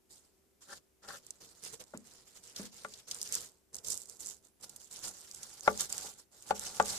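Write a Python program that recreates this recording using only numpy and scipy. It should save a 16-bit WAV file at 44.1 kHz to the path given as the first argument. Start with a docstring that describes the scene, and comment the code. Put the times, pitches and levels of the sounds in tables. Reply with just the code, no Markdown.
"""Short wet hisses, sticky crackle and a few wooden knocks: a thin knife skins a fish on a thick board.
Each push of blade or fingers hisses on the flesh and rasps on the wood under it. As the flesh peels
from the skin, fibres tick, wet films click and small squelches suck loose. Knife and hand knock on
the board, and brief sawing strokes make the blade chatter. Heard from close by, in stereo,
over a faint low hum and a thin high whine."""
import sys
import numpy as np
from scipy import signal
from scipy.fft import rfft, irfft, next_fast_len
from scipy.io import wavfile
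from scipy.ndimage import uniform_filter1d, map_coordinates

SR = 44100
rng = np.random.default_rng(int(sys.argv[2]) if len(sys.argv) > 2 else 0)


def transcribe(u):
    """Save the signal u as a 16-bit wav file named by the first command-line argument.

    u: samples, shape (n,) or (channels, n), limited to [-1, 1]; the rate is SR.
    q: integer samples, one column per channel.
    """
    v = np.clip(np.atleast_2d(u).T, -1, 1)
    q = np.round(v * 32767).astype(np.int16)
    wavfile.write(sys.argv[1], SR, q)


N = 307818

# ringing tones of a wooden knock, coloured by a close echo:
# (frequency [Hz], relative level [dB], t60 [s])
WOOD_TONES = [(71.8, -25, 0.49), (201.3, -22, 0.35), (242, -17, 0.15), (430.2, -16.5, 0.25), (574, 2, 0.04),
              (781, -4, 0.042), (836, -4.5, 0.046), (962, -5, 0.016), (1175, 1.5, 0.038), (1389, 10, 0.016),
              (1620, -14, 0.028), (2025, -4, 0.035)]


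def pushes():
    """Gains of wet hiss and wood rasp: each push of blade or fingers rises, holds and dies away."""
    # pushes: (start [s], length [s], hiss level [dB], rasp level [dB], t60 [s])
    strokes = [(0.093, 0.016, -55.5, -70, 0.65), (0.604, 0.024, -57, -78, 0.5),
               (0.67, 0.11, -53, -65.5, 0.048), (1.018, 0.046, -60, -61, 0.37),
               (1.072, 0.091, -48.5, -60, 0.15), (1.214, 0.08, -63, -72.5, 0.96),
               (1.401, 0.012, -50.5, -55, 0.26), (1.43, 0.29, -61.5, -74.5, 0.29),
               (1.621, 0.034, -44, -56.5, 0.32), (1.722, 0.02, -42, -47, 0.062),
               (1.792, 0.016, -44.5, -48.5, 0.1), (1.854, 0.68, -66, -74, 0.3),
               (2.036, 0.16, -58.5, -70.5, 0.18), (2.257, 0.027, -59.5, -77, 0.21),
               (2.345, 0.028, -52, -70, 0.14), (2.422, 0.088, -55, -69.5, 0.17),
               (2.544, 0.11, -48.5, -57.5, 0.18), (2.713, 0.12, -54.5, -65, 0.74),
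               (2.908, 0.087, -58.5, -69.5, 0.27), (3.067, 0.36, -49, -59.5, 0.3),
               (3.316, 0.036, -40, -55.5, 0.35), (3.723, 0.032, -54.5, -58, 0.43),
               (3.829, 0.035, -48, -57, 0.12), (3.858, 0.048, -37, -51.5, 0.42),
               (4.072, 0.049, -57, -64, 0.47), (4.189, 0.13, -48, -62, 0.19),
               (4.423, 0.045, -63.5, -76.5, 0.13), (4.593, 0.18, -60, -67.5, 0.18),
               (4.624, 0.02, -38.5, -55, 0.031), (4.792, 0.022, -53.5, -72, 0.4),
               (4.901, 0.16, -49, -64.5, 0.65), (5.029, 0.053, -41, -53.5, 0.15),
               (5.12, 0.16, -54.5, -71.5, 1), (5.324, 0.28, -54, -68, 0.095),
               (5.617, 0.23, -47.5, -59, 0.19), (5.781, 0.06, -37.5, -55.5, 0.1),
               (5.884, 0.19, -42.5, -55, 0.26), (6.173, 0.03, -52.5, -67.5, 0.11),
               (6.309, 0.2, -60, -73.5, 0.22), (6.451, 0.058, -52, -59.5, 0.16),
               (6.539, 0.31, -48.5, -56, 0.41), (6.6, 0.081, -43, -54, 0.22),
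               (6.734, 0.045, -44, -54.5, 0.11), (6.841, 0.11, -38.5, -49, 0.31)]
    attack_s = 0.018
    t, power = np.arange(N) / SR, np.zeros((2, N))
    for start_s, length_s, hiss_db, rasp_db, t60_s in strokes:
        rise = np.clip((t - start_s) / attack_s, 0, 1)
        decay = amp(-60 * np.clip((t - start_s - length_s) / t60_s, 0, 2))
        power += (amp([[hiss_db], [rasp_db]]) * rise * decay) ** 2
    return np.sqrt(power + 1e-20)


def slicing(gain):
    """Countless slips hiss, brighter where the flesh sticks; tearing fibres add crisp ticks."""
    # sliding over sticky flesh: (time [s], share [0-1])
    sticky_share = [(0.1, 0.9), (1.1, 0.05), (3.1, 0.12), (3.6, 0.4), (3.85, 0.96), (4.3, 0.77),
                    (5.5, 0.27), (6.6, 0.43)]
    # plain sliding spectrum: (frequency [Hz], density [dB])
    rub_spectrum = [(120, -14.5), (400, -18), (1400, -12), (2500, -14.5), (3700, -8), (5000, -3.5),
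                    (7000, -3.5), (14000, -10)]
    # sticky peeling spectrum: (frequency [Hz], density [dB])
    peel_spectrum = [(1500, -38), (2900, -26), (3700, -8.5), (7500, 4), (14000, -4)]
    # fibre ticks: (time [s], level relative to the hiss [dB])
    crackle_db = [(0.7, -18), (1.3, -6.5), (3.2, -3), (3.9, -2), (5.5, -5)]
    tack = curve(sticky_share)
    rub = coloured(grains(rate_hz=4500, spread_db=3.5, life_s=.0006, alike=.03), rub_spectrum)
    peel = coloured(grains(rate_hz=2800, spread_db=4, life_s=.0003, alike=.03), peel_spectrum)
    ticks = coloured(grains(rate_hz=110, spread_db=3.2, life_s=.0004, alike=.2), peel_spectrum)
    hiss = wet_gaps(np.sqrt(1 - tack) * rub + np.sqrt(tack) * peel, depth_db=2.6)
    tremor = amp(0.48 + 1.9 * wobble(60))
    return gain * (tremor * hiss + amp(curve(crackle_db)) * ticks)


def wet_gaps(x, depth_db):
    """The colour of x drifts as wet gaps open and close."""
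    spectra = signal.stft(x, nperseg=256)[2]
    drift = uniform_filter1d(rng.standard_normal(spectra.shape[1:]), size=7, axis=0)
    drift = uniform_filter1d(drift, size=9, axis=1)
    return unit(signal.istft(spectra * amp(depth_db * unit(drift)), nperseg=256)[1][:, :N])


def clicks():
    """A wet film, too small for low sound, snaps in about a millisecond; a little spatter follows."""
    # snapping films: (time [s], relative peak [dB])
    snaps = [(1.266, -39), (1.306, -27.5), (1.839, -39), (1.974, -36), (3.146, -28), (3.215, -23),
             (3.2285, -21), (3.275, -31.5), (3.324, -19), (3.343, -19.5), (3.352, -17), (3.4155, -32.5),
             (3.7445, -29.5), (3.7541, -29.5), (3.7661, -32), (3.871, -28), (3.884, -24), (3.902, -24.5),
             (3.9755, -27), (4.018, -33.5), (4.057, -38), (4.097, -30), (4.26, -28.5), (4.2703, -30),
             (4.2885, -28.5), (4.961, -34.5), (5.3128, -31.5), (5.347, -33), (5.608, -32.5), (5.7758, -25),
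             (5.8073, -16.5), (5.817, -20), (5.9264, -20.5), (5.98, -23.5), (6.424, -36.5), (6.5948, -24.5),
             (6.825, -29.5), (6.858, -32), (6.882, -27)]
    out, t = np.zeros((2, N)), np.tile(np.arange(SR // 25) / SR, (2, 1))
    snap, spatter = amp(-60 * t / .004), amp(-20 - 60 * t / .03)
    for start_s, db in snaps:
        centre_hz = 7300 * np.exp(.08 * rng.standard_normal())
        add(out, start_s + 0.00049, amp(db + 5.5) * burst(snap + spatter, centre_hz, q=2.8))
    return highpass(out, 4400)


def squelches():
    """Flesh sucks loose from board or blade: a short fizzing swell, slower and lower than a snap."""
    # flesh coming loose: (time [s], relative peak [dB], centre [Hz])
    releases = [(1.0855, -37.5, 4700), (2.5615, -27.5, 5070), (2.937, -36.5, 4740), (3.112, -24.5, 5830),
                (3.784, -37, 5800), (3.846, -34.5, 5660), (4.694, -36.5, 7700), (4.7608, -36, 9200),
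                (5.43, -31.5, 6950)]
    out, t = np.zeros((2, N)), np.tile(np.arange(SR // 25) / SR, (2, 1))
    suck = np.sqrt(t) * np.exp(-t / .003)
    for start_s, db, centre_hz in releases:
        add(out, start_s, amp(db + 3) * burst(suck, centre_hz, q=2))
    return highpass(out, 3200)


def knocks():
    """A blow gives a contact tick, a thud of the damped board, a clatter and short ringing tones."""
    # blows on the board: (time [s], relative level [dB], centre [Hz], Q [-])
    blows = [(1.9365, -36, 620, 0.63), (1.946, -29, 239, 2.6), (2.5951, -27.5, 201, 1.4),
             (2.641, -40.5, 226, 1.5), (2.848, -32, 1190, 0.22), (5.6771, -9.5, 848, 0.61),
             (6.508, -12.5, 800, 1.83), (6.7993, -9, 846, 1.26)]
    out, t = np.zeros((2, N)), np.arange(SR * 3 // 4) / SR
    rise = 1 - np.exp(-t / 0.0011)  # the heavy board takes a moment to move
    tick_decay = np.tile(amp(-60 * t / 0.004), (2, 1))
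    for start_s, db, centre_hz, q in blows:
        hardness = centre_hz / 1000  # softer blows swell slower and tick far less
        ring = rise * ringing(WOOD_TONES, centre_hz, q)
        swell = t / 0.0019 * np.sqrt(hardness)
        thud = amp(-9) * swell * np.exp(1 - swell) * np.sin(2 * np.pi * centre_hz * t)
        clatter = amp(-8) * burst(rise * amp(-60 * t * centre_hz / 30), centre_hz, q=2)
        tick = amp(-2) * hardness ** 3 * burst(tick_decay, centre_hz=2800, q=1)
        add(out, start_s, amp(db - 5) * (ring + thud + clatter + tick))
    port_delay_s = np.array([[0], [.00016]])
    return filtered(out, lambda hz: np.exp(-2j * np.pi * hz * port_delay_s))


def rasp(gain):
    """Rubbing cushioned by the fish is a dull murmur; with the blade flat on the wood, it rings."""
    # blade lying flat: (time [s], share [0-1])
    flat_share = [(3.9, 0), (5.2, 0.6), (6.5, 0.53)]
    flat = curve(flat_share)
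    dull = unit(filtered(noise(0.21), lambda hz: resonance(hz, centre_hz=477, q=6)))
    hard = rubbed(WOOD_TONES, centre_hz=825, q=1.77, rate_hz=800)
    # the board shifts on its table, more under a harder push
    rumble = unit(filtered(noise(0.91), lambda hz: resonance(hz, centre_hz=129, q=0.17) ** 2))
    usual_rasp_db, usual_rumble_db = -63.5, -68.5
    rumble_gain = amp(usual_rumble_db) * (gain / amp(usual_rasp_db)) ** 0.61
    return gain * (amp(0.96) * flat * hard + amp(-9.5) * (1 - flat) * dull) + rumble_gain * rumble


def scrapes():
    """The sawing blade chatters on the wood, muffled by flesh, while its edge grates on the skin."""
    # sawing strokes: (middle [s], half length [s], level [dB])
    strokes = [(0.711, 0.02, -56), (0.732, 0.0049, -50.5), (1.046, 0.011, -59), (1.101, 0.012, -47.5),
               (1.146, 0.012, -51.5), (5.667, 0.0048, -45.5), (6.503, 0.004, -50)]
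    # blade modes: (frequency [Hz], relative level [dB], t60 [s])
    blade_modes = [(572, -6, 0.24), (806.5, -7.5, 0.18), (1390, 12, 0.013), (1606, 4.5, 0.036),
                   (1752, 2.5, 0.042)]
    t = np.arange(N) / SR
    gain = sum(amp(db) * np.exp(-.5 * ((t - mid_s) / half_s) ** 2) for mid_s, half_s, db in strokes)
    chatter = rubbed(blade_modes, centre_hz=1200, q=0.12, rate_hz=900)
    muffled = unit(lowpass(chatter, edge_hz=1850, order=9))
    slips = grains(rate_hz=700, spread_db=2, life_s=.0004, alike=0)
    grit = unit(filtered(slips, lambda hz: resonance(hz, centre_hz=4800, q=1) ** 2))
    return gain * (muffled + .5 * grit)


def room(x):
    """A short diffuse tail, longest in the bass."""
    # decay of the surroundings: (frequency [Hz], t60 [s])
    decay_times = [(100, 0.32), (420, 0.2), (700, 0.1), (10000, 0.058)]
    hz, t, spectra = signal.stft(rng.standard_normal((2, SR * 3 // 4)), SR, nperseg=256)
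    decay = amp(-60 * t / along(decay_times, hz)[:, None])
    tail = signal.istft(spectra * decay, SR, nperseg=256)[1]
    return signal.fftconvolve(x, tail / np.linalg.norm(tail[0]), axes=1)[:, :N]


def background():
    """Faint steady air, a low wavering hum and, on the right, a thin whine that sets in and fades."""
    # air spectrum: (frequency [Hz], density [dB])
    air_spectrum = [(15, -34), (35, -9.5), (120, -14), (380, -10), (560, -17.5), (1120, -27), (3260, -30.5),
                    (6000, -26), (15000, -18.5)]
    # hum tones: (frequency [Hz], level [dB])
    hum_tones = [(68, -82.5), (385, -81.5)]
    # whine envelope: (time [s], level [dB])
    whine_db = [(3.65, -100), (3.75, -68.5), (4.6, -73.5), (6.2, -82)]
    t = np.arange(N) / SR
    hum = sum(amp(db) * np.sin(2 * np.pi * hz * t + 3.7 * wobble(2.2)) for hz, db in hum_tones)
    whine = np.sin(2 * np.pi * 10000 * t + wobble(20)) * [[0], [1]]
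    air = amp(-69) * coloured(noise(0.21), air_spectrum)
    return air + hum + amp(curve(whine_db)) * whine


def ringing(tones, centre_hz, q):
    """Decaying tones after one blow, favouring those around centre_hz."""
    t = np.arange(SR * 3 // 4) / SR
    hz, tone_db, t60_s = np.transpose(tones)[:, :, None]
    low_drive = amp(-9) / (1 + (hz / 460) ** 4)  # low tones sound wherever the blow lands
    strength = amp(tone_db) * (np.abs(resonance(hz, centre_hz, q)) ** 2 + low_drive)
    return (strength * amp(-60 * t / t60_s) * np.sin(2 * np.pi * hz * t)).sum(0)


def rubbed(tones, centre_hz, q, rate_hz):
    """Tones kept ringing by small slips, at rms 1."""
    slips = grains(rate_hz, spread_db=4.5, life_s=.0013, alike=.7)
    return unit(signal.fftconvolve(slips, ringing(tones, centre_hz, q)[None], axes=1)[:, :N])


def grains(rate_hz, spread_db, life_s, alike):
    """Tiny noise bursts at random moments and of random, bounded size, at rms 1."""
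    size = amp(spread_db * np.minimum(rng.standard_normal(N), 1.5))
    hits = size * (rng.random(N) < rate_hz / SR)
    energy = signal.lfilter([1], [1, -np.exp(-2 / (life_s * SR))], hits ** 2)
    return unit(np.sqrt(energy) * noise(alike))


def burst(envelope, centre_hz, q):
    """A puff of noise around one frequency, at peak 1."""
    n = envelope.shape[-1]
    spectrum = rfft(envelope * rng.standard_normal(envelope.shape))
    puff = irfft(spectrum * resonance(np.fft.rfftfreq(n, 1 / SR), centre_hz, q), n)
    return puff / np.abs(puff).max()


def noise(alike):
    """White stereo noise with channel correlation alike."""
    return np.sqrt(alike) * rng.standard_normal(N) + np.sqrt(1 - alike) * rng.standard_normal((2, N))


def wobble(rate_hz):
    """A smooth random curve, rate_hz knots a second."""
    knots = rng.standard_normal(int(N * rate_hz / SR) + 4)
    return map_coordinates(knots, [np.arange(N) * rate_hz / SR])


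def resonance(hz, centre_hz, q):
    """Response of one band-pass resonance."""
    return 1 / (1 + 1j * q * (hz / centre_hz - centre_hz / (hz + 1e-6)))


def filtered(x, response):
    """Apply a frequency response."""
    n = next_fast_len(N + SR // 4)
    return irfft(rfft(x, n) * response(np.fft.rfftfreq(n, 1 / SR)), n)[..., :N]


def coloured(x, spectrum):
    """x shaped by a spectrum table, at rms 1."""
    return unit(filtered(x, lambda hz: amp(along(spectrum, hz))))


def highpass(x, edge_hz):
    """Roll off below edge_hz."""
    return signal.sosfilt(signal.butter(4, edge_hz, "high", fs=SR, output="sos"), x)


def lowpass(x, edge_hz, order):
    """Roll off above edge_hz."""
    return filtered(x, lambda hz: 1 / np.hypot(1, (hz / edge_hz) ** order))


def along(points, hz):
    """(frequency [Hz], value) points read on a log axis."""
    points_hz, values = np.transpose(points)
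    return np.interp(np.log(hz + 1), np.log(points_hz), values)


def curve(points):
    """(time [s], value) points read at every sample."""
    return np.interp(np.arange(N) / SR, *np.transpose(points))


def add(track, start_s, sound):
    """Mix a sound in at start_s."""
    start = round(start_s * SR)
    track[..., start:start + sound.shape[-1]] += sound[..., :N - start]


def amp(db):
    """Decibels to gain."""
    return 10 ** (np.asarray(db) / 20)


def unit(x):
    """Scale to rms 1."""
    return x / np.sqrt(np.mean(x ** 2) + 1e-20)


def scene():
    """Nearly dry wet sounds shift with the hands, over the board's sounds and the background."""
    # position of the work: (time [s], left minus right [dB])
    balance_db = [(1.2, -1), (1.7, -6), (2.6, -2.5), (3.35, -1.5), (3.9, -5.5), (4.7, -4.5), (5.5, -3),
                  (6.9, -2.5)]
    pan = amp(np.array([[.5], [-.5]]) * curve(balance_db))
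    hiss_gain, rasp_gain = pushes()
    wet = pan * (slicing(hiss_gain) + clicks() + squelches())
    wood = knocks() + rasp(rasp_gain) + scrapes()
    return wet + amp(-19) * room(wet) + wood + amp(-11) * room(wood) + background()


def record(dry):
    """Each microphone port colours the sound with its own resonance; a steep band limit follows."""
    # left port response: (frequency [Hz], gain [dB])
    left_port = [(400, 1), (1400, 5), (2400, 5), (3900, 2.5), (5400, 2.5), (7100, -4), (8100, -9),
                 (9800, -6)]
    # right port response: (frequency [Hz], gain [dB])
    right_port = [(400, 0.5), (1400, -1.5), (3000, 1.5), (4800, -3), (7300, 2.5), (10500, -3.5),
                  (14000, -10)]
    heard = filtered(dry, lambda hz: amp([along(left_port, hz), along(right_port, hz)]))
    return lowpass(heard, edge_hz=14650, order=60)


dry = scene()
out = record(dry)
transcribe(out)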